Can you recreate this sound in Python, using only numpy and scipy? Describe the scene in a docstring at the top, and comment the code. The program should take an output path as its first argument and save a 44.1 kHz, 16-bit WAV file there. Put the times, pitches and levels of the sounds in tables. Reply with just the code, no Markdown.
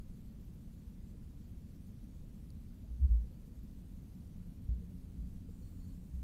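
"""A quiet wood by a muddy pool: far wind and traffic rumble under a thin hiss and a very high shimmer.
A dry twig ticks, dull drips plop, and the faint hum of a distant engine swells once.
A fawn shifts about: a few deep, soft thuds ring near 60 Hz, probably its hooves felt through the ground.
Near the end a small motor, likely in a camera lens, whines faintly over its whirring gears."""
import sys
import numpy as np
from scipy import signal
from scipy.fft import rfft, irfft, next_fast_len
from scipy.io import wavfile
from scipy.ndimage import uniform_filter1d

SR = 44100
rng = np.random.default_rng(int(sys.argv[2]) if len(sys.argv) > 2 else 0)


def int16_out(signal):
    """Quantize to a 16-bit WAV file."""
    q = np.round(np.clip(np.atleast_2d(signal).T, -1, 1) * 32767)
    wavfile.write(sys.argv[1], SR, q.astype(np.int16))


N = 274743
TIME = np.arange(N) / SR


def gain_of(db):
    """Turns decibels into a number to multiply a sound by."""
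    return 10 ** (np.asarray(db) / 20)


def evened(x):
    """Scales a signal so that its average strength (rms) is 1."""
    return x / np.sqrt(np.mean(x ** 2) + 1e-20)


def add(mix, start_s, sound):
    """Lays a sound into the mix at the given time."""
    part = mix[max(round(start_s * SR), 0):][:len(sound)]
    part += sound[:len(part)]


def drift(rate_hz):
    """A random wobble of strength 1 that moves up to about rate_hz times a second."""
    size = next_fast_len(N)
    hz = np.fft.rfftfreq(size, 1 / SR)
    white = rfft(rng.standard_normal(size))
    return evened(irfft(white / (1 + (hz / rate_hz) ** 4), size)[:N])


def shaped_noise(shape):
    """Noise of strength 1, with its bass and treble balanced by a table."""
    points_hz, points_db = np.transpose(shape)
    size = next_fast_len(N)
    hz = np.fft.rfftfreq(size, 1 / SR)
    balance = gain_of(np.interp(np.log(hz + 1), np.log(points_hz + 1), points_db))
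    white = rfft(rng.standard_normal(size))
    return evened(irfft(white * balance, size)[:N])


# The rumble from low to high: (frequency [Hz], relative level [dB])
RUMBLE_SHAPE = [(8.8, -23), (15, -1.5), (65, 0.5), (130, -8), (173, -6), (214, -7.5), (382, -27),
                (481, -30), (825, -41), (1500, -52.5), (1950, -67), (3300, -120)]


def far_rumble(level_db=-49, sway_db=0.08):
    """Far wind and traffic sway slightly, their treble lost among the trees."""
    return gain_of(level_db + sway_db * drift(0.69)) * shaped_noise(RUMBLE_SHAPE)


# The engine's tones: (multiple of the firing rate, relative level [dB])
ENGINE_TONES = [(1, -2.5), (2, -1), (3, -11.5)]


def engine_hum(firing_hz=87.8, waver=0.012, flutter_db=1.0, base_db=-68, swell_db=-57):
    """A distant engine at steady speed swells once; its tones waver on their way through the air."""
    swell_at_s, swell_width_s = 5.32, 1.0
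    swell = np.exp(-((TIME - swell_at_s) / swell_width_s) ** 2)
    loudness = gain_of(base_db) + gain_of(swell_db) * swell
    cycles = np.cumsum(firing_hz * (1 + waver * drift(7.15))) / SR
    tones = sum(gain_of(db + flutter_db * drift(6.1)) * evened(np.sin(2 * np.pi * multiple * cycles))
                for multiple, db in ENGINE_TONES)
    return loudness * tones


# The hiss from low to high: (frequency [Hz], relative level [dB])
HISS_SHAPE = [(530, -32.5), (900, -3), (2200, -4.5), (4080, -6), (4490, -5.5), (5110, -8), (6190, -7),
              (8040, -8.5), (12500, -7.5), (14600, -9.5), (15500, -10.5)]


def hiss(level_db=-75, patchy_db=2.0, flicker_db=0.8, smooth_below_hz=4200):
    """A thin hiss whose treble flickers in small patches."""
    hz, t, grid = signal.stft(shaped_noise(HISS_SHAPE), SR, nperseg=512)  # split by pitch and time
    specks = rng.standard_normal(grid.shape)
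    streaks = uniform_filter1d(specks, size=7, axis=0)  # blur across pitch
    patches = evened(uniform_filter1d(streaks, size=10, axis=1))  # then across time
    flicker = np.interp(t, TIME, drift(22))
    treble = 1 / (1 + (smooth_below_hz / (hz[:, None] + 1)) ** 4)
    grid = grid * gain_of(treble * (patchy_db * patches + flicker_db * flicker))
    return gain_of(level_db) * evened(signal.istft(grid, nperseg=512)[1][:N])


def shimmer(hz=12650, spread_hz=520, level_db=-92, speck_s=0.013, specks_per_s=30):
    """Tiny specks of very high noise come at random moments."""
    starts = (rng.random(N) < specks_per_s / SR) * rng.random(N)
    speck = np.hanning(int(speck_s * SR))
    power = signal.oaconvolve(starts, speck ** 2)[:N]  # overlapping specks add in power
    high_noise = drift(spread_hz) * np.sin(2 * np.pi * hz * TIME)
    return gain_of(level_db) * evened(np.sqrt(abs(power)) * high_noise)


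# Each tick of the twig: (time [s], peak level [dB])
TWIG_TICKS = [(0.137, -68), (2.5038, -54), (4.275, -67)]
# The twig's ringing tones: (pitch [Hz], relative level [dB], time to fade by 60 dB [s])
TWIG_TONES = [(4470, -5, 0.0085), (4780, -6, .008), (6100, -11, .006), (6800, -7, 0.0064),
              (9800, -6.5, 0.01)]


def twig_ticks(rise_s=0.00055):
    """A dry twig cracks and rings for a few thousandths of a second."""
    out, t = np.zeros(N), np.arange(SR // 20) / SR
    for start_s, peak_db in TWIG_TICKS:
        ring = sum(gain_of(db - 60 * t / fade_s) * np.sin(2 * np.pi * (hz * t + rng.random()))
                   for hz, db, fade_s in TWIG_TONES)
        ring *= np.minimum(t / rise_s, 1)
        add(out, start_s, gain_of(peak_db) * ring / abs(ring).max())
    return out


# The clearer drips: (time [s], peak level [dB], pitch [Hz])
CLEAR_DRIPS = [(1.144, -61, 450), (2.84, -67.5, 643), (3.24, -65, 486), (3.475, -63.5, 454),
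               (4.819, -59.5, 457), (5.485, -58.5, 456)]


def drips(rise_s=0.0067, faint_count=20):
    """Drips land with soft, short plops; many fainter ones fall at random."""
    faint_drips = rng.uniform([0, -78, 370], [N / SR, -68, 570], (faint_count, 3))  # columns as above
    out, t = np.zeros(N), np.arange(SR // 8) / SR
    swell = t / rise_s * np.exp(1 - t / rise_s)
    for start_s, db, hz in [*CLEAR_DRIPS, *faint_drips]:
        add(out, start_s, gain_of(db) * swell * np.sin(2 * np.pi * hz * t))
    return out


# Each thud in the ground: (time [s], level [dB], pitch [Hz], rise time [s], fade time [s])
GROUND_THUDS = [(2.859, -37.5, 58.4, 0.058, 0.076), (2.994, -19.5, 66.1, 0.054, 0.019),
                (3.082, -21.5, 55.96, 0.029, 0.083), (4.687, -28.5, 58.7, 0.0057, 0.072),
                (5.16, -37, 55, 0.034, 0.091), (6.115, -38.5, 62, 0.028, 0.13)]
# A thud's brief higher tone: (multiple of the pitch, relative level [dB], fade time [s])
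THUD_HIGHER_TONE = (1.435, -3, 0.018)


def ground_thuds():
    """Each push, probably a hoof, makes the ground ring deeply; only a quick one wakes the higher tone."""
    out, t = np.zeros(N), np.arange(SR // 2) / SR
    multiple, higher_db, higher_fade_s = THUD_HIGHER_TONE
    for start_s, db, hz, rise_s, fade_s in GROUND_THUDS:
        rise = np.minimum(t / rise_s, 1) ** 1.17
        fade = np.exp(-(np.maximum(t - rise_s, 0) / fade_s) ** 1.7)
        angle = 2 * np.pi * hz * t
        higher = gain_of(higher_db) * np.exp(-t / higher_fade_s) * np.sin(multiple * angle)
        add(out, start_s, gain_of(db) * rise * fade * (np.sin(angle) + higher))
    return out


def running(runs, ramp_s):
    """The loudness of a motor that starts, holds and stops once for each row."""
    return sum(gain_of(db) * np.clip(np.minimum(TIME - start_s, start_s + length_s - TIME) / ramp_s, 0, 1)
               for start_s, length_s, db in runs)


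def whine(tones, jitter_hz, flutter_db):
    """A motor's thin tones, each wavering in pitch and loudness in its own way."""
    out = np.zeros(N)
    for hz, db in tones:
        pitch_hz = hz + jitter_hz * (drift(160) + drift(6))
        tone = np.sin(2 * np.pi * np.cumsum(pitch_hz) / SR)
        out += gain_of(db) * evened(tone * gain_of(flutter_db * drift(25)))
    return out


# When the gears turn: (time [s], length [s], level [dB])
GEAR_TURNS = [(5.2, .2, -83.5), (5.47, .85, -81.5)]
# Their whirr from low to high: (frequency [Hz], relative level [dB])
GEAR_SHAPE = [(3000, -26), (4400, -8), (5300, -8), (6300, -5.5), (8300, 0), (11000, -8), (14500, -5),
              (16000, -11.5)]
# The motor's long move: (time [s], length [s], level [dB])
LONG_MOVE = [(5.46, .52, -84.5)]
# Its tones: (pitch [Hz], relative level [dB])
LONG_MOVE_TONES = [(1120, -4), (7060, -1), (7500, -11), (8230, -4.5), (14160, -1), (15260, -5)]
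# The motor's short nudges: (time [s], length [s], level [dB])
SHORT_MOVES = [(5.615, .115, -84), (5.795, .072, -81), (5.88, .052, -83)]
# Their tones: (pitch [Hz], relative level [dB])
SHORT_MOVE_TONES = [(4040, -8), (4355, 0), (4620, -9)]


def lens_motor():
    """Small gears whirr while a motor makes one long, unsteady move and a few cleaner nudges."""
    long_move = running(LONG_MOVE, ramp_s=0.06) * whine(LONG_MOVE_TONES, jitter_hz=48, flutter_db=5)
    nudges = running(SHORT_MOVES, ramp_s=0.008) * whine(SHORT_MOVE_TONES, jitter_hz=18, flutter_db=2)
    gears = running(GEAR_TURNS, ramp_s=0.026) * shaped_noise(GEAR_SHAPE)
    return gears + long_move + nudges


def scene():
    """All the sounds of the wood, added into one channel."""
    background = far_rumble() + engine_hum() + hiss() + shimmer()
    return (background + twig_ticks() + drips() + ground_thuds() + lens_motor())[None]


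def record(dry):
    """Cuts away the very highest treble."""
    cutoff_hz = 15720
    treble_cut = signal.firwin(511, cutoff_hz, window=("kaiser", 9), fs=SR)
    return signal.oaconvolve(dry, treble_cut[None], "same")


dry = scene()
out = record(dry)
int16_out(out)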